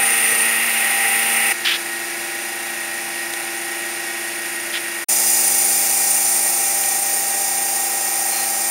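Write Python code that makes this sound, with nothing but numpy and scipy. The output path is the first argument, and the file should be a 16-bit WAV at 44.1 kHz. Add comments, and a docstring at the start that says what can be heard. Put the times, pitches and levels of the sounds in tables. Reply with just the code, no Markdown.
"""Vacuum pump in a boat shop

A pump spins four vanes (sliding blades) whose puffs of air make tones. Its motor hums, its casing
clatters and rings, and a leak hisses and whistles. We listen from across the room, then from the
bench, where it is quieter, and, after an instant of silence, close to the hoses. From the bench come
a few ticks, two short rasps like tape being pulled, and a faint scrape."""
import sys
import numpy as np
from scipy import signal
from scipy.fft import rfft, irfft, next_fast_len
from scipy.io import wavfile
from scipy.ndimage import uniform_filter1d, map_coordinates

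SR = 44100
rng = np.random.default_rng(int(sys.argv[2]) if len(sys.argv) > 2 else 0)


def master_out(mix):
    """Clip the mix to full scale and print it as 16-bit PCM to the path in sys.argv[1]."""
    frames = np.transpose(np.atleast_2d(mix))
    ceiling = np.clip(frames, -1, 1)
    pcm = np.round(ceiling * 32767).astype(np.int16)
    wavfile.write(sys.argv[1], SR, pcm)


N = 383669
VANES, TOP_HZ = 4, 15720

# when we listen from each spot: (start [s], end [s])
SPOT_TIMES = [(-1, 1.527), (1.504, 5.042), (5.088, 9)]
# how fast the pump's shaft spins: (time [s], speed [turns/s])
SHAFT_SPEED = [(0, 28.47), (3.5, 28.48), (5.2, 28.43), (8.7, 28.41)]


def amp(db):
    """Turn decibels into a number to multiply a sound by."""
    return 10 ** (np.asarray(db) / 20)


def unit(x):
    """Scale a sound so that its average strength (rms) is 1."""
    return x / np.sqrt(np.mean(x ** 2) + 1e-20)


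def level_at_pitch(spectrum, hz):
    """Read between (frequency, level) points, with octaves evenly spaced."""
    pitches, levels = np.transpose(spectrum)
    return np.interp(np.log(hz + 1), np.log(pitches + 1), levels)


def over_time(points, t):
    """Join (time, value) points with straight lines."""
    return np.interp(t, *np.transpose(points))


def at_spot(table, spot):
    """Pick a table's first column and the column for this listening spot."""
    return [(row[0], row[spot + 1]) for row in table]


def wobble(per_s, size):
    """A smooth curve through per_s random values each second."""
    values = rng.standard_normal(int(size * per_s / SR) + 4)
    coarse = np.linspace(0, size, 1500)
    return np.interp(np.arange(size), coarse, map_coordinates(values, [coarse * per_s / SR]))


def filtered(x, response):
    """Turn each frequency up or down by response(hz)."""
    size = next_fast_len(len(x) + SR // 10)
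    return irfft(rfft(x, size) * response(np.fft.rfftfreq(size, 1 / SR)), size)[:len(x)]


def coloured(x, spectrum):
    """Shape a sound's lows and highs, then scale it to strength 1."""
    return unit(filtered(x, lambda hz: amp(level_at_pitch(spectrum, hz))))


def resonance(hz, centre_hz, width_hz):
    """How something that rings near one pitch answers each frequency."""
    return 1j * hz * width_hz / (centre_hz ** 2 - hz ** 2 + 1j * hz * width_hz)


def tones(cycles, rows, waver):
    """Pure tones at (multiple, level) of a cycle count; room echoes make each one waver."""
    out = np.zeros(len(cycles))
    for multiple, db in rows:
        angle = 2 * np.pi * (multiple * cycles + rng.random())
        out += amp(db) * (1 + waver * wobble(2.96, len(cycles))) * np.sin(angle)
    return np.sqrt(2) * out


def rattle(turns, spectrum, share, vane_db, size=8192):
    """Noise of which a share repeats on every turn, and most strongly on every vane."""
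    multiple = np.arange(size // 2 + 1)
    hz = multiple * SHAFT_SPEED[0][1]
    db = level_at_pitch(spectrum, hz) + vane_db * (multiple % VANES == 0)
    one_turn = irfft(rfft(rng.standard_normal(size)) * amp(db) * (hz < TOP_HZ))
    repeating = np.interp(turns % 1, np.arange(size) / size, one_turn, period=1)
    fresh = coloured(rng.standard_normal(len(turns)), spectrum)
    return np.sqrt(share) * unit(repeating) + np.sqrt(1 - share) * fresh


def throb(turns, turn_db, vane_db):
    """The flow swells once a turn, and as each vane passes the inlet and the outlet."""
    angle = 2 * np.pi * turns
    return amp(turn_db * np.cos(angle) + vane_db * np.cos(2 * VANES * angle))


def standing_waves(x, depth_db, size=2048):
    """Wall echoes lift some pitches and weaken others; the pattern drifts as the listener moves."""
    slices = signal.stft(x, nperseg=size)[2]
    pattern = uniform_filter1d(rng.standard_normal(slices.shape), 4, axis=0)  # smooth across pitch
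    pattern = unit(uniform_filter1d(pattern, 70, axis=1))  # and across time
    return unit(signal.istft(slices * amp(depth_db * pattern), nperseg=size)[1][:len(x)])


def ringing(rings, spot, size, flutter_db):
    """Swirling air feeds bands of ringing; if they flutter, the narrow ones flutter most."""
    out = np.zeros(size)
    for centre_hz, width_hz, *db in rings:
        ring = filtered(rng.standard_normal(size), lambda hz: resonance(hz, centre_hz, width_hz) ** 2)
        flutter = amp(flutter_db / (1 + width_hz / 400) * wobble(21.94, size))
        out += amp(db[spot]) * unit(ring * flutter)
    return out


def pump_roar(turns, spot):
    """The pump's low rushing noise, which repeats a little with each turn."""
    # tone colour of the roar: (frequency [Hz], relative level at spot 1, 2, 3 [dB])
    spectrum = [(25, -21, -21, -21), (80, -16, -21.5, -18), (139, -13, -12, -19), (200, -9.5, -8, -11.5),
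                (282, -5.5, -5.5, -11), (400, -4.5, -5.5, -4.5), (600, -2, -4, -3.5), (850, 2.5, 0, -1.5),
                (1130, -3, -5.5, -5.5), (1400, -1.5, -9.5, -6), (2200, -32, -38, -39)]
    return rattle(turns, at_spot(spectrum, spot), share=.12, vane_db=5)


def casing_clatter(turns, unsteady_turns, spot):
    """The pump's casing rattles with each turn and rings at its own pitches."""
    # tone colour of the rattle: (frequency [Hz], relative level at spot 1, 2, 3 [dB])
    spectrum = [(910, -40, -44, -35.5), (1350, -12, -5, -8), (1640, -7.5, -3, -7.5), (1920, 0, 0, -3),
                (2100, 0.5, -0.5, 0), (2450, -0.5, 1, -0.5), (2790, -2, -2, -1.5), (3010, -9, -8.5, -8.5),
                (3400, -12, -8, -7.5), (4170, -15.5, -9, -6.5), (5570, -28, -26, -28)]
    # where the casing rings: (pitch [Hz], width [Hz], relative level at spot 1, 2, 3 [dB])
    rings = [(1881, 30, -13, -8, -9), (1990, 40, -14, -14.5, -14), (2762, 79, -12, -11.5, -17),
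             (3494, 70, -24, -19.5, -18)]
    rattling = rattle(unsteady_turns, at_spot(spectrum, spot), share=.32, vane_db=2.5)
    rattling = amp(1.5) * standing_waves(rattling, depth_db=.76)
    ring = ringing(rings, spot, len(turns), flutter_db=0)
    return (rattling + ring) * throb(turns, turn_db=.4, vane_db=.3)


def air_leak(t, turns, unsteady_turns, spot, hiss_db, whistle_db):
    """A jet of air hisses and whistles, pulsing with the pump's flow."""
    # tone colour of the hiss: (frequency [Hz], relative level at spot 1, 2, 3 [dB])
    spectrum = [(3520, -30, -30, -35), (4750, -0.5, 1.5, -1), (5500, -2, -1, -1), (6450, -4.5, -2, 1),
                (7100, -0.5, 0, 3.5), (8100, -2, -3, 0.5), (10000, 5.5, 1, 1.5), (11230, 1, 1, -2.5),
                (12600, 1, -3.5, -3), (14400, 2, -4.5, .5), (15400, -1.5, -6, -1.5)]
    # the jet's whistles: (pitch [Hz], width [Hz], relative level at spot 1, 2, 3 [dB])
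    whistles = [(5980, 130, -22.5, -17, -12.5), (8930, 1400, -4, -4.5, -3.5), (9205, 130, -6.5, -8, -7.5),
                (9680, 170, -7.5, -13, -11), (14640, 280, -16, -23, -12.5)]
    # whistling travels in a beam, so it swells as the listener turns: (time [s], level change [dB])
    swing = [(0, 2), (.42, 3.5), (.57, -3.5), (1, -2.5), (1.25, 1), (1.6, 0), (5.7, 0), (6.4, 2.2), (8, 0)]
    hiss = rattle(unsteady_turns, at_spot(spectrum, spot), share=.18, vane_db=8.5)
    hiss = amp(hiss_db) * standing_waves(hiss, depth_db=1.86)
    whistle = ringing(whistles, spot, len(t), flutter_db=1.4)
    whistle = amp(whistle_db + over_time(swing, t)) * standing_waves(whistle, depth_db=2.2)
    return (hiss + whistle) * throb(turns, turn_db=.85, vane_db=.55) * amp(.22 * wobble(12, len(t)))


def vane_tone(t, turns, multiple=28):
    """The main vane tone chugs: it swells and lags once on every turn, never twice quite alike."""
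    # the listener moves through the room's loud and quiet places: (time [s], level change [dB])
    swing = [(0, 2), (.25, -6.5), (.65, -9), (1, 2), (1.2, -1.5), (1.55, 0), (2.2, 5), (3.9, 5), (4.9, -2),
             (6, 0)]
    angle = 2 * np.pi * turns
    swell = 1 + .5 * np.cos(angle) * (1 + .35 * wobble(12, len(t)))
    tone = swell * np.sin(multiple * angle - .35 * np.sin(angle) + .25 * wobble(30, len(t)))
    return np.sqrt(2) * tone * amp(over_time(swing, t) + .6 * wobble(8, len(t)))


def casing_whine(t, turns, multiple=66, beat_hz=6.8, upper_db=-9):
    """A shaft tone sits on the casing's sharpest ring and pulses against a tone just above it."""
    angle = 2 * np.pi * multiple * turns
    beat = 2 * np.pi * beat_hz * t + .7 * wobble(5, len(t))
    pair = np.sin(angle) + amp(upper_db) * np.sin(angle + beat)
    return unit(pair * amp(.6 * wobble(18, len(t))))


def shaft_hum(t, turns, spot, swinging_multiple=16):
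    """The vanes' pressure pulses make clean tones that follow the shaft's speed."""
    # the tones: (pitch [times shaft speed], base level at spot 1, 2, 3 [dB])
    shaft_tones = [(4, -65, -64, -59), (8, -42.5, -53, -49.5), (12, -45, -41.7, -45.7), (16, -42, -54, -47),
                   (21, -52, -55, -48), (24, -53, -51.5, -50), (31, -48, -61, -47), (65, -38, -46, -50),
                   (70, -36, -47, -48), (78, -37, -45, -43.5), (90, -40, -46, -65), (160, -50, -58, -51),
                   (296, -46, -56, -43), (303, -44, -56, -36), (309, -37, -51, -40), (319, -35, -51, -40),
                   (325, -35, -46, -35.5)]
    # one tone has its own loud and quiet places in the room: (time [s], level change [dB])
    swing = [(0, -1), (.4, 4.5), (.8, -9), (1.05, -1), (1.55, -1)]
    rows = at_spot(shaft_tones, spot)
    low = tones(turns, [row for row in rows if row[0] < swinging_multiple], waver=.12)
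    high = tones(turns, [row for row in rows if row[0] > swinging_multiple], waver=.22)
    swinging = tones(turns, [row for row in rows if row[0] == swinging_multiple], waver=.15)
    return low + high + amp(over_time(swing, t)) * swinging


def motor_hum(t, spot, mains_hz=60):
    """The motor's magnetism hums at multiples of the power supply's frequency."""
    # the hum's tones: (pitch [times mains_hz], relative level at spot 1, 2, 3 [dB])
    hum_tones = [(6, -50, -48.5, -55), (10, -56, -50, -53.5), (16, -50, -52, -58), (18, -49, -53, -57),
                 (20, -52, -57, -58), (22, -40, -48, -50), (24, -43, -45, -52.5), (26, -40, -53, -54),
                 (28, -43, -43.5, -52), (30, -52, -44, -61)]
    return amp(-1) * tones(mains_hz * t, at_spot(hum_tones, spot), waver=.2)


def faint_whine(t, spot):
    """Thin tones that do not follow the shaft."""
    # the whine's tones: (pitch [Hz], relative level at spot 1, 2, 3 [dB])
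    whine_tones = [(696.4, -46, -57, -48), (1255, -42, -61, -53.5), (1610, -59, -64, -49),
                   (2383, -41, -50, -44.5)]
    return amp(-.5) * tones(t, at_spot(whine_tones, spot), waver=.34)


def nearness(t, draw_back_s=5.3, ease_s=1.3):
    """1 right at the leak, easing to 0 as the listener draws back."""
    return np.exp(-(np.maximum(t - draw_back_s, 0) / ease_s) ** 2)


def pump_from(spot, t, turns):
    """The pump and its leak heard from one spot; the last spot begins right at the leak."""
    # base levels, a row per spot:
    # (roar [dB], clatter [dB], hiss [dB], whistle [dB], vane tone [dB], casing whine [dB])
    levels = [(-35, -23.8, -23.2, -23.7, -31.7, -29.6), (-40.2, -32.9, -31.1, -34.2, -45.2, -36.4),
              (-37.6, -35.2, -22.2, -25.2, -32.3, -37.8)]
    # how those levels change right at the leak: same columns [dB]
    near_changes = (0, 2.8, 4.5, 5.5, -2.5, -6)
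    near = nearness(t) * (spot == len(SPOT_TIMES) - 1)
    mix = [db + near * change for db, change in zip(levels[spot], near_changes)]
    roar_db, clatter_db, hiss_db, whistle_db, vane_db, whine_db = mix
    unsteady_turns = turns + .0003 * wobble(14, len(t))  # slight speed flutter blurs the highest tones
    out = amp(roar_db) * pump_roar(turns, spot)
    out += amp(clatter_db) * casing_clatter(turns, unsteady_turns, spot)
    out += air_leak(t, turns, unsteady_turns, spot, hiss_db, whistle_db)
    out += amp(vane_db) * vane_tone(t, turns)
    out += amp(whine_db) * casing_whine(t, turns)
    out += amp(3.5 * (near - near.mean())) * shaft_hum(t, turns, spot)
    return out + motor_hum(t, spot) + faint_whine(t, spot)


def pump(fade_s=.008):
    """The shaft keeps turning while we listen from one spot after another."""
    t = np.arange(N) / SR
    turns = np.cumsum(over_time(SHAFT_SPEED, t)) / SR
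    out = np.zeros(N)
    for spot, (start, end) in enumerate(SPOT_TIMES):
        fade = np.clip(np.minimum(t - start, end - t) / fade_s + .5, 0, 1)
        here = fade > 0
        out[here] += fade[here] * pump_from(spot, t[here], turns[here])
    return out


def ticks():
    """Light contacts on the bench: each is a dull or bright puff of noise that dies at once."""
    # the contacts: (time [s], level [dB], pitch [Hz], time to fade by 60 dB [s])
    contacts = [(.322, -25, 480, .06), (.358, -23, 500, .05), (3.3374, -13, 3200, .01),
                (6.8375, -16, 2600, .01), (7.09, -26, 1400, .04)]
    out, t = np.zeros(N + SR), np.arange(SR // 5) / SR
    for start, db, centre_hz, fade_s in contacts:
        noise = rng.standard_normal(len(t))
        puff = unit(filtered(noise, lambda hz: resonance(hz, centre_hz, width_hz=centre_hz)))
        out[round(start * SR):][:len(t)] += amp(db - 60 * t / fade_s) * puff
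    return out[:N]


def hand_stroke(start, rise, length, db, sag_db_per_s, release_s):
    """Loudness of one hand movement: it rises, sags and dies when the hand stops."""
    t = np.arange(N) / SR - start
    fall_db = sag_db_per_s * np.maximum(t - rise, 0) + 60 * np.maximum(t - length, 0) / release_s
    return np.clip(t / rise, 0, 1) * amp(db - fall_db)


def tape(snaps_per_s=6000):
    """Glue lets go in a dense run of tiny snaps; each pull slackens as it goes."""
    # the pulls: (start [s], rise [s], length [s], level [dB])
    pulls = [(1.647, .005, .12, -16), (4.718, .032, .058, -22.5)]
    # tone colour of the rasp: (frequency [Hz], relative level [dB])
    spectrum = [(300, -40), (1200, -14), (1750, -4), (2700, -2), (3400, -0.5), (4200, -8.5), (5200, -9.5),
                (6200, -22.5), (12000, -25)]
    loudness = sum(hand_stroke(*pull, sag_db_per_s=58, release_s=.05) for pull in pulls)
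    snaps = (rng.random(N) < snaps_per_s / SR) * rng.standard_normal(N)
    return loudness * coloured(unit(snaps) + rng.standard_normal(N), spectrum)


def scrape():
    """Something slides: a soft rub with a thin squeak on top."""
    # the slide: (start [s], rise [s], length [s], level [dB])
    slide = (8.3, .04, .15, -31)
    squeak = lambda hz: resonance(hz, centre_hz=4170, width_hz=90)
    rub = lambda hz: amp(-11) * resonance(hz, centre_hz=2300, width_hz=1600)
    friction = unit(filtered(rng.standard_normal(N), lambda hz: squeak(hz) + rub(hz)))
    return hand_stroke(*slide, sag_db_per_s=40, release_s=.2) * friction


def scene():
    """Everything reaches one microphone, so left and right are the same."""
    mono = pump() + ticks() + tape() + scrape()
    return np.array([mono, mono])


def record(dry):
    """The microphone loses a narrow band of treble and cuts off around TOP_HZ."""
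    notch = lambda hz: 1 - resonance(hz, centre_hz=7870, width_hz=390)
    cutoff = lambda hz: np.clip((TOP_HZ - hz) / 200 + .5, 0, 1)
    return np.array([filtered(channel, lambda hz: notch(hz) * cutoff(hz)) for channel in dry])


dry = scene()
out = record(dry)
master_out(out)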